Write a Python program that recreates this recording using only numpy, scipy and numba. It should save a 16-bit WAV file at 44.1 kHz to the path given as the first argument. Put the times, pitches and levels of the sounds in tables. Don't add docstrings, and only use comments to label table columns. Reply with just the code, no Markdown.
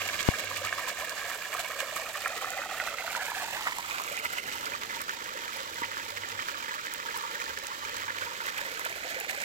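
import sys
import numpy as np
from scipy import signal
from scipy.fft import rfft, irfft, next_fast_len
from scipy.io import wavfile
from numba import njit

SR = 44100
rng = np.random.default_rng(int(sys.argv[2]) if len(sys.argv) > 2 else 0)


def dump_mix(stems):
    frames = np.atleast_2d(stems).T
    limited = np.clip(frames, -1, 1)
    pcm = np.round(limited * 32767).astype(np.int16)
    wavfile.write(sys.argv[1], SR, pcm)


N = 416304

# (time [s], echo delay [ms], echo strength [0-1], left ear lag [ms],
# screening by the post [0-1])
WALK = [(0, 1.79, 0.9, -0.064, 0.02), (2.0, 1.74, 0.63, 0.02, 0.02), (2.5, 1.59, 0.64, -0.073, 0.05),
        (3.0, 1.52, 0.5, 0.064, 0.2), (3.5, 1.11, 0.4, 0.12, 0.3), (4.0, 0.84, 0.36, 0.32, 0.17),
        (4.4, 0.72, 0.08, 0.35, 0.4), (4.9, 0.6, 0.11, 0.38, 0.75), (8.0, 0.72, 0.15, 0.39, 0.94),
        (8.7, 0.51, 0.26, 0.31, 0.57), (9.44, 0.45, 0.48, 0.27, 0.23)]
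# (time [s], bubbles [dB], fizz [dB], spray [dB])
POUR_LEVELS = [(0.05, -41.5, -40.5, -49.5), (0.99, -40.5, -44.5, -51.5), (2.0, -40.5, -44.5, -49.5),
               (2.5, -39.5, -45, -51.5), (3.5, -39, -43, -48), (3.9, -40, -44, -49),
               (5.17, -41.5, -46.5, -51.5), (7.7, -41.5, -46.5, -52.5), (8.97, -38.5, -45, -50),
               (9.2, -38, -45.5, -51)]
# (time [s], bubble boost [dB], droplet boost [dB])
SURGES = [(0.013, 11, 1), (0.08, -1, 3.5), (0.204, -7, 10.5), (0.28, 9, 7), (0.401, -3, 8),
          (0.572, -13, 5.5), (0.655, 4, 5.5), (0.793, 4, 7), (0.896, 5, 8), (1.045, 1, 1.5), (1.184, 2, 3),
          (1.252, 5.5, 2), (1.46, -2, 1.5), (1.54, 0, 1), (1.604, 3, 7.5), (1.655, 7, -2), (1.70, 2, 0),
          (1.803, 4, 6), (1.975, 3, 4.5), (2.07, 1, -2), (2.371, 1, 3), (2.59, 5, 0), (2.875, 6, 5),
          (3.078, 3, 3), (3.203, 1.5, -4), (3.32, 3, -2), (3.675, 10, 1), (4.002, 2, 1), (4.176, 8, -3),
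          (4.254, 6, 2.5), (4.382, 10.5, 4.5), (4.535, 0, 5.5), (4.657, 8, 0), (4.744, 9.5, -0.5),
          (4.836, 9.5, 2), (4.955, 2, 2.5), (5.101, 9.5, 3), (5.84, 10, -0.5), (5.98, 2, 2),
          (6.172, 7, 4.5), (6.392, 8.5, 3), (6.49, 6.5, 4), (6.74, 8, 2.5), (6.872, 5, 0), (7.852, 0, 1.5),
          (8.03, 7, 2), (8.095, 5, -1), (8.181, 3, 2), (8.465, 7, 3), (8.487, 6, 5.5), (8.582, 8.5, 3),
          (8.66, 0, 1), (8.86, 7, -1), (9.107, -2, 5), (9.173, 3, 1.5), (9.303, 0, 6.5), (9.415, 6, 6.5)]
# (middle time [s], duration [s])
LULLS = [(0.476, 0.028), (0.605, 0.033), (0.95, 0.028), (1.142, 0.022), (1.386, .045), (1.498, 0.013),
         (1.754, .01), (1.866, 0.027), (2.044, 0.039), (2.122, 0.028), (2.398, 0.03), (2.677, 0.035),
         (2.96, 0.017), (3.038, 0.024), (3.462, 0.022), (3.754, 0.019), (3.81, 0.025), (4.072, 0.034),
         (4.28, 0.017), (4.413, 0.025), (4.803, 0.012), (4.876, 0.012), (5.05, 0.044), (5.728, 0.05),
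         (6.125, .05), (6.445, 0.018), (6.895, 0.022), (7.617, 0.025), (7.795, 0.042), (8.336, 0.02),
         (8.433, .01), (8.629, .015), (8.944, 0.027), (9.022, .015), (9.277, .015)]
# (frequency [Hz], gain [dB])
BUBBLE_SPECTRUM = [(120, -23.5), (220, -13.5), (420, -10.5), (550, 0.5), (800, 4), (1200, -0.5), (1500, 3),
                   (2300, -1), (3200, -6), (4500, -19.5)]
FIZZ_SPECTRUM = [(600, -11), (1800, 6.5), (3300, 3), (4300, 0.5), (5700, -4), (7300, -3), (8200, -6),
                 (9000, -26), (11000, -18)]
SPRAY_SPECTRUM = [(2000, -1), (5000, -7.5), (7300, 3), (8400, 6.5), (9300, -2.5), (10800, 2.5), (13000, 4),
                  (15500, -2), (17000, 0.5)]
SCREENED_SPRAY_SPECTRUM = [(2000, 3.5), (5000, 5.5), (8200, -1.5), (9100, -7), (10700, 1), (11700, -5),
                           (12500, -2), (13500, -3), (15200, 5), (17000, -14)]
# (frequency [Hz], left minus right [dB])
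HEAD_SHADOW = [(150, -0.5), (650, -1.5), (1200, -5), (1900, -4.5), (2400, -8), (3400, -5), (4500, -10),
               (7300, -13), (8500, -2.5), (9300, 1), (11000, -2.5), (13000, -1), (15500, -7)]
# (time [s], relative level [dB])
RUMBLE_LEVELS = [(0, -53.5), (.6, -53), (.95, -59.5), (2.5, -59), (4, -57), (9.44, -63.5)]
# (frequency [Hz], gain [dB])
RUMBLE_SPECTRUM = [(15, -43), (45, -36), (75, 2), (105, -3.5), (150, -9), (250, -1.5), (500, -0.5),
                   (900, -16), (2000, -78)]
# (start time [s], duration [s], frequency [Hz], relative level [dB])
HUMS = [(0, 0.8, 97, -59), (5.798, 0.61, 98, -62), (7.472, 0.2, 75, -64), (7.82, 0.45, 98.5, -62.5),
        (8.85, 0.26, 73, -72)]
# (time [s], relative level [dB], frequency [Hz])
PLOPS = [(0.089, -16, 2270), (0.141, -17, 2200), (0.192, -16, 2820), (0.338, -17, 1630), (0.472, -22, 2180),
         (0.513, -23, 1160), (0.5684, -18, 2450), (0.646, -23, 1140), (0.672, -17.5, 2250),
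         (0.7267, -13.5, 1580), (0.7824, -21, 1150), (0.972, -24, 1700), (1.215, -20, 1750),
         (1.3154, -21, 1720), (1.5287, -18, 2280), (1.549, -20, 1170), (1.803, -27, 1150),
         (1.966, -25, 1190), (2.1517, -22, 1830), (2.218, -29, 1720), (2.2593, -11, 1600),
         (2.4444, -18.5, 1240), (2.618, -20, 1420), (2.8003, -14.5, 1910), (2.8758, -23.5, 1900),
         (2.9851, -19, 2160), (3.078, -19.5, 1400), (3.1506, -17, 1340), (3.318, -21, 980),
         (3.6703, -12.5, 1330), (3.7851, -23, 925), (3.909, -20, 2250), (3.954, -33, 1030),
         (3.999, -24, 1070), (4.006, -25, 1080), (4.078, -22, 2400), (4.2556, -15.5, 2120),
         (4.385, -22, 2070), (4.654, -26, 3000), (4.72, -23, 1710), (4.8345, -22, 1640),
         (4.8977, -23, 2050), (4.907, -22, 1700), (5.0937, -17, 1560), (5.915, -25, 1810),
         (5.934, -27, 2250), (5.9694, -20, 1570), (5.9983, -22, 2200), (6.173, -20, 2100),
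         (6.236, -21, 1990), (6.391, -18.5, 1840), (6.428, -23, 2440), (6.4855, -19, 1430),
         (6.545, -25, 1600), (6.6818, -23, 1650), (6.71, -21, 1690), (6.74, -24, 1850), (6.782, -26, 1690),
         (6.869, -19.5, 2010), (7.0, -24, 1920), (7.237, -22.5, 990), (7.4006, -21.5, 1920),
         (7.717, -29, 1010), (8.08, -24.5, 1020), (8.1046, -21, 1670), (8.184, -22.5, 1950),
         (8.404, -21, 1400), (8.487, -23, 1620), (8.583, -20, 2500), (8.794, -23, 990), (8.856, -23, 2930),
         (9.173, -22, 1850), (9.297, -21, 2320), (9.411, -22, 1990)]
# (time [s], relative level [dB], lower band edge [Hz])
LONE_DROPS = [(0.229, -25, 3500), (0.4455, -31, 7000), (0.5725, -27, 6000), (0.8913, -28, 5000),
              (1.095, -25, 4000), (2.206, -29, 4000), (2.2788, -26, 5000), (2.5044, -26, 5000),
              (3.167, -26, 4000), (3.257, -27, 4000), (3.7845, -25, 5000), (4.038, -29, 4000),
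              (4.169, -26, 3500), (4.657, -24.5, 3500), (4.835, -26, 2500), (5.094, -26, 2500),
              (5.0164, -24.5, 8000), (5.242, -29, 4000), (5.5694, -30, 8000), (5.7438, -31, 6000),
              (6.289, -31, 4000), (6.8645, -33, 4000), (6.9378, -23, 7500), (7.1742, -24.5, 8000),
              (7.224, -31, 5000), (7.403, -33, 6000), (7.441, -31, 4000), (7.457, -30, 3000),
              (7.588, -27, 4000), (7.669, -24.5, 4000), (7.967, -28, 4000), (8.463, -29, 6000),
              (8.5794, -27, 6000), (8.7945, -26, 5000), (8.8504, -24, 7000), (8.896, -28, 5000),
              (9.2009, -25, 8000), (9.3095, -25, 6000), (9.418, -25, 3000)]
# (time [s], relative level [dB], frequency [Hz])
LONE_BUBBLES = [(1.771, -39, 563), (2.30, -33.5, 590), (2.349, -33, 791), (2.568, -28, 760),
                (2.59, -33, 564), (4.114, -26.5, 572), (4.228, -30.5, 584), (4.688, -38, 540),
                (5.169, -34, 950), (7.052, -28.5, 900), (8.221, -33.5, 560), (9.047, -33, 514),
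                (9.165, -32, 526), (9.235, -30, 780), (9.332, -33, 797), (9.375, -32.5, 570)]
# (frequency [Hz], gain [dB])
CORNER_RESPONSE = [(500, 0), (750, -3), (950, -2.5), (1120, -5), (1380, 3), (1600, -3), (1850, -5),
                   (2040, 5), (2350, -4.5), (2950, 4), (3300, -4), (3700, 0), (16000, 0)]
NOOK_RESPONSE = [(120, 3), (330, 7), (530, 4.5), (640, -7), (720, -12), (850, -12), (935, -7), (1010, -1.5),
                 (1130, 7), (1240, 1), (1350, 6), (1480, -2.5), (1650, .5), (1780, 5), (1880, 0),
                 (2020, 1.5), (2200, -2), (2480, -1), (2680, -6), (3050, 3), (3400, 2), (3900, 2.5),
                 (4500, -1), (6000, 0), (16000, 0)]
# (frequency [Hz], relative level [dB], time to decay by 60 dB [s])
GLUG_PARTIALS = [(306, -43, 0.028), (516, -28, 0.0098), (960, -30, 0.12)]

CUTOFF_HZ = 16000
TIME = np.arange(N) / SR


def from_db(db):
    return 10 ** (np.asarray(db) / 20)


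def unit_rms(x):
    return x / np.sqrt(np.mean(x ** 2) + 1e-20)


def in_time(rows):
    times, *columns = np.transpose(rows)
    return [np.interp(TIME, times, column) for column in columns]


def trapezoid(start, attack, hold, release):
    corners = start + np.cumsum([0, attack, hold, release])
    return np.interp(TIME, corners, [0, 1, 1, 0])


def drift(corner_hz, hop=20, settle=2000):
    pole = np.exp(-2 * np.pi * corner_hz * hop / SR)
    noise = rng.standard_normal(N // hop + settle + 2)
    slow = signal.lfilter([1], [1, -2 * pole, pole * pole], noise)[settle:]
    return np.interp(np.arange(N) / hop, np.arange(len(slow)), unit_rms(slow))


def high_pass(hz):
    return signal.butter(2, hz, "high", fs=SR, output="sos")


def db_per_bin(points, size):
    hz, db = np.transpose(points)
    bin_hz = np.maximum(np.arange(size // 2 + 1) * SR / size, 1)
    return np.interp(np.log(bin_hz), np.log(hz), db)


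def coloured(x, points, size=2048):
    cepstrum = irfft(np.log(from_db(db_per_bin(points, size))))
    cepstrum[1:size // 2] *= 2
    cepstrum[size // 2 + 1:] = 0
    kernel = irfft(np.exp(rfft(cepstrum)))
    return signal.oaconvolve(np.atleast_2d(x), kernel[None], axes=1)[:, :N].reshape(np.shape(x))


def delayed(x, ms):
    return np.interp(TIME - ms / 1000, TIME, x)


def stream_surges(attack_s=0.024, release_s=0.02, lull_fade_s=0.0052):
    bubbles_db, droplets_db = np.zeros((2, N))
    for s, bubble_boost_db, droplet_boost_db in SURGES:
        lump = trapezoid(s - attack_s, attack_s, 0, release_s)
        bubbles_db += bubble_boost_db * lump
        droplets_db += droplet_boost_db * lump
    thin = sum(trapezoid(s - length / 2 - lull_fade_s, lull_fade_s, length, lull_fade_s)
               for s, length in LULLS)
    return bubbles_db - 4 * thin, droplets_db - 1.5 * thin


@njit
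def damped_phasors(starts, lengths, phasors, steps, bends, n):
    out = np.zeros(n)
    for k in range(len(starts)):
        phasor, step = phasors[k], steps[k]
        for i in range(starts[k], starts[k] + lengths[k]):
            out[i] += phasor.imag
            phasor *= step
            step *= bends[k]
    return out


def bubbles(s, amplitude, hz, cycles, rise):
    turn = 2 * np.pi * hz / SR
    life = np.maximum(cycles, 1) * SR / hz
    starts = np.clip(s * SR, 0, N - 1).astype(np.int64)
    lengths = np.minimum(life, N - starts).astype(np.int64)
    steps = np.exp(1j * turn - np.log(1000) / life)
    bends = np.exp(1j * rise * turn / life)
    return damped_phasors(starts, lengths, amplitude + 0j, steps, bends, N)


def rounded_bubbles(s, amplitude, hz, cycles, rise, onset):
    antiphase = bubbles(s, amplitude, hz, cycles * onset, rise * onset)
    return bubbles(s, amplitude, hz, cycles, rise) - antiphase


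def bubble_crowd(flow, per_s, spread_db, cycles, rise, onset, band_hz):
    born = np.flatnonzero(rng.random(N) < per_s / SR)
    strength, pitch, persistence, polarity = rng.random((N, 4))[born].T
    low_root, high_root = np.sqrt(band_hz)
    hz = (low_root + pitch * (high_root - low_root)) ** 2
    db = spread_db * np.minimum(-np.log(1 - strength), 3.5)
    tilt = hz ** .75
    amplitude = from_db(db) * np.sign(polarity - .5) * flow[born] * tilt
    return unit_rms(rounded_bubbles(born / SR, amplitude, hz, cycles * (.5 + persistence), rise, onset))


def slaps(flow, per_s, spread_db):
    hit = rng.random(N) < per_s / SR
    strength = from_db(spread_db * np.minimum(rng.exponential(1, N), 4))
    return unit_rms(hit * flow * strength * rng.choice([-1, 1], N))


def bubbling(flow, boost_db, gurgle_top_hz=677):
    foam = bubble_crowd(flow, per_s=1500, spread_db=.5, cycles=13.3, rise=.25, onset=.13,
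                        band_hz=(162, 4820))
    clear = bubble_crowd(flow, per_s=200, spread_db=2.1, cycles=30, rise=.13, onset=.3,
                         band_hz=(400, 2700))
    impacts = slaps(flow, per_s=900, spread_db=3.5)
    crowd = foam + from_db(-1.5) * clear + from_db(-13) * impacts
    crowd = unit_rms(coloured(crowd, BUBBLE_SPECTRUM))
    small = signal.sosfiltfilt(high_pass(gurgle_top_hz), crowd)
    return crowd + (from_db(boost_db) - 1) * small


def droplets(flow, per_s, spread_db, mist, coherence, burst_s=0.001):
    hit = rng.random(N) < per_s / SR
    energy = hit * from_db(spread_db * np.minimum(rng.exponential(1, N), 4.5)) ** 2
    energy = signal.lfilter([1], [1, -np.exp(-1 / (burst_s * SR))], energy + 1e-18)
    _, _, lag_ms, _ = in_time(WALK)
    lag = np.round(lag_ms * SR / 1000).astype(int)
    right = rng.standard_normal(N)
    shared = np.array([right[(np.arange(N) - lag) % N], right])
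    noise = np.sqrt(coherence) * shared + np.sqrt(1 - coherence) * rng.standard_normal((2, N))
    return flow * np.sqrt(energy / energy.mean() + mist) * noise


def fizz(spatter):
    patter = droplets(from_db(.72 * spatter), per_s=2200, spread_db=4, mist=.6, coherence=.24)
    return unit_rms(wall_echo(coloured(patter, FIZZ_SPECTRUM), cutoff_hz=3130))


def spray(spatter):
    patter = droplets(from_db(2.4 * spatter), per_s=900, spread_db=3.5, mist=.98, coherence=.23)
    screening = in_time(WALK)[-1]
    in_the_open = unit_rms(coloured(patter, SPRAY_SPECTRUM))
    behind_post = unit_rms(coloured(patter, SCREENED_SPRAY_SPECTRUM))
    return (1 - screening) * in_the_open + screening * behind_post


def wall_echo(pair, cutoff_hz, left_lead_ms=0.08):
    echo_ms, strength, _, _ = in_time(WALK)
    left, right = signal.sosfiltfilt(signal.butter(2, cutoff_hz, fs=SR, output="sos"), pair)
    return pair + strength * np.array([delayed(left, echo_ms - left_lead_ms), delayed(right, echo_ms)])


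def garden_paths(x, scatter_db=-16, scatter_t60_s=0.07, size=4096):
    _, strength, lag_ms, _ = in_time(WALK)
    early = wall_echo(np.array([delayed(x, lag_ms), x]), cutoff_hz=3400)
    tail = rng.standard_normal((2, size)) * from_db(-60 * TIME[:size] / scatter_t60_s)
    scatter = signal.oaconvolve(np.array([x, x]), unit_rms(tail) / np.sqrt(size), axes=1)[:, :N]
    return (early + from_db(scatter_db) * scatter) / np.sqrt(1 + strength ** 2)


def head_shadow(pair):
    size = next_fast_len(N)
    balance_db = db_per_bin(HEAD_SHADOW, size)
    return irfft(rfft(pair, size) * from_db([balance_db / 2, -balance_db / 2]), size)[:, :N]


def rumble(waver_db=1.6):
    noise = rng.standard_normal(N) + .5 * rng.standard_normal((2, N))
    level_db = in_time(RUMBLE_LEVELS)[0] + waver_db * drift(1.6)
    return from_db(level_db) * unit_rms(coloured(noise, RUMBLE_SPECTRUM))


def hum(fade_s=0.1, waver_hz=1.92, uneven_db=3):
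    detune_hz = waver_hz * drift(4)
    out = np.zeros(N)
    for s, length, hz, db in HUMS:
        envelope = trapezoid(s - fade_s / 2, fade_s, length - fade_s, fade_s)
        tone = np.sqrt(2) * np.sin(2 * np.pi * np.cumsum(hz + detune_hz) / SR)
        out += from_db(db) * envelope * tone
    return from_db(uneven_db * drift(11)) * out


def random_plops(per_s, level_db, centre_hz, octaves, range_db=0.5):
    born = np.flatnonzero(rng.random(N) < per_s / SR)
    weakness, pitch = rng.random((N, 2))[born].T
    pour_db = in_time(POUR_LEVELS)[0]
    db = level_db + pour_db[born] - pour_db.mean() - range_db * weakness
    return np.transpose([born / SR, db, centre_hz * 2 ** (octaves * (pitch - .5))])


def plops(rise=0.12, trail_count=4, trail_s=0.016):
    lesser = random_plops(per_s=7, level_db=-29, centre_hz=1663, octaves=1.42)
    gulps = random_plops(per_s=7, level_db=-35, centre_hz=517, octaves=.56)
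    s, db, hz = np.vstack([PLOPS, lesser, gulps]).T
    out = rounded_bubbles(s, from_db(db), hz, cycles=11.8, rise=rise, onset=.1)
    for late, pitch, weakness in rng.random((len(s), trail_count, 3)).transpose(1, 2, 0):
        amplitude = from_db(db - 10 - 20 * weakness)
        out += bubbles(s + trail_s * late, amplitude, hz * 2 ** (pitch - .5), cycles=39, rise=rise)
    return signal.sosfilt(high_pass(500), out)


def lone_drops(crack_s=0.0008, tail_s=0.0035, tail_db=-14, size=900):
    out = np.zeros((2, N))
    envelope = np.exp(-TIME[:size] / crack_s) + from_db(tail_db) * np.exp(-TIME[:size] / tail_s)
    for s, db, low_hz in LONE_DROPS:
        band = signal.butter(1, [low_hz, min(2.3 * low_hz, CUTOFF_HZ)], "band", fs=SR, output="sos")
        smack = signal.sosfilt(band, envelope * rng.standard_normal((2, size)))
        start = int(s * SR)
        out[:, start:start + size] += from_db(db) * smack[:, :N - start]
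    return out


def microphone_pop(s, rise_s=0.00017, bass_cut_hz=100):
    step = np.clip((TIME - s) / rise_s, 0, 1)
    return np.array([signal.sosfilt(high_pass(bass_cut_hz), step), np.zeros(N)])


def lone_bubbles():
    s, db, hz = np.transpose(LONE_BUBBLES)
    return rounded_bubbles(s, from_db(db + .5), hz, cycles=39, rise=.063, onset=.11)


def corner_and_nook(pair, note_hz=928, note_q=17):
    passing = trapezoid(start=4.05, attack=.21, hold=.25, release=.21)
    screening = in_time(WALK)[-1]
    note = signal.lfilter(*signal.iirpeak(note_hz, note_q, fs=SR), pair[1])
    nook = coloured(pair, NOOK_RESPONSE) + from_db(1.5) * note
    pair = (1 - screening) * pair + screening * nook
    return (1 - passing) * pair + passing * coloured(pair, CORNER_RESPONSE)


def glug(s):
    hz, db, t60 = np.transpose(GLUG_PARTIALS)
    partials = bubbles(np.full(len(hz), s), from_db(db), hz, cycles=t60 * hz, rise=0)
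    return signal.sosfilt(high_pass(220), partials)


def falling_water(sway_db=0.3, lumps_db=1.04, flutter_db=1.5):
    bubble_boost_db, droplet_boost_db = stream_surges()
    bubbles_db, fizz_db, spray_db = np.array(in_time(POUR_LEVELS)) + sway_db * drift(7.7)
    lumps, flutter = drift(21), drift(84)
    flow = from_db(lumps_db * lumps + flutter_db * flutter)
    spatter = unit_rms(.5 * lumps + flutter + .59 * drift(120))
    crowd = from_db(bubbles_db + 1) * bubbling(flow, bubble_boost_db)
    basin = garden_paths(crowd + from_db(1.5) * plops() + lone_bubbles() + glug(s=5.819))
    fizzing = from_db(fizz_db + droplet_boost_db + 2.5) * fizz(spatter)
    spraying = from_db(spray_db + droplet_boost_db + 5) * spray(spatter)
    return head_shadow(corner_and_nook(basin + fizzing) + spraying + from_db(2) * lone_drops())


def scene():
    water = falling_water()
    surroundings = (rumble() + hum()) * from_db([[1.2], [-1.5]])
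    return water + surroundings + microphone_pop(s=.288)


def record(dry):
    return signal.sosfilt(signal.ellip(12, .1, 80, CUTOFF_HZ, fs=SR, output="sos"), dry)


dry = scene()
out = record(dry)
dump_mix(out)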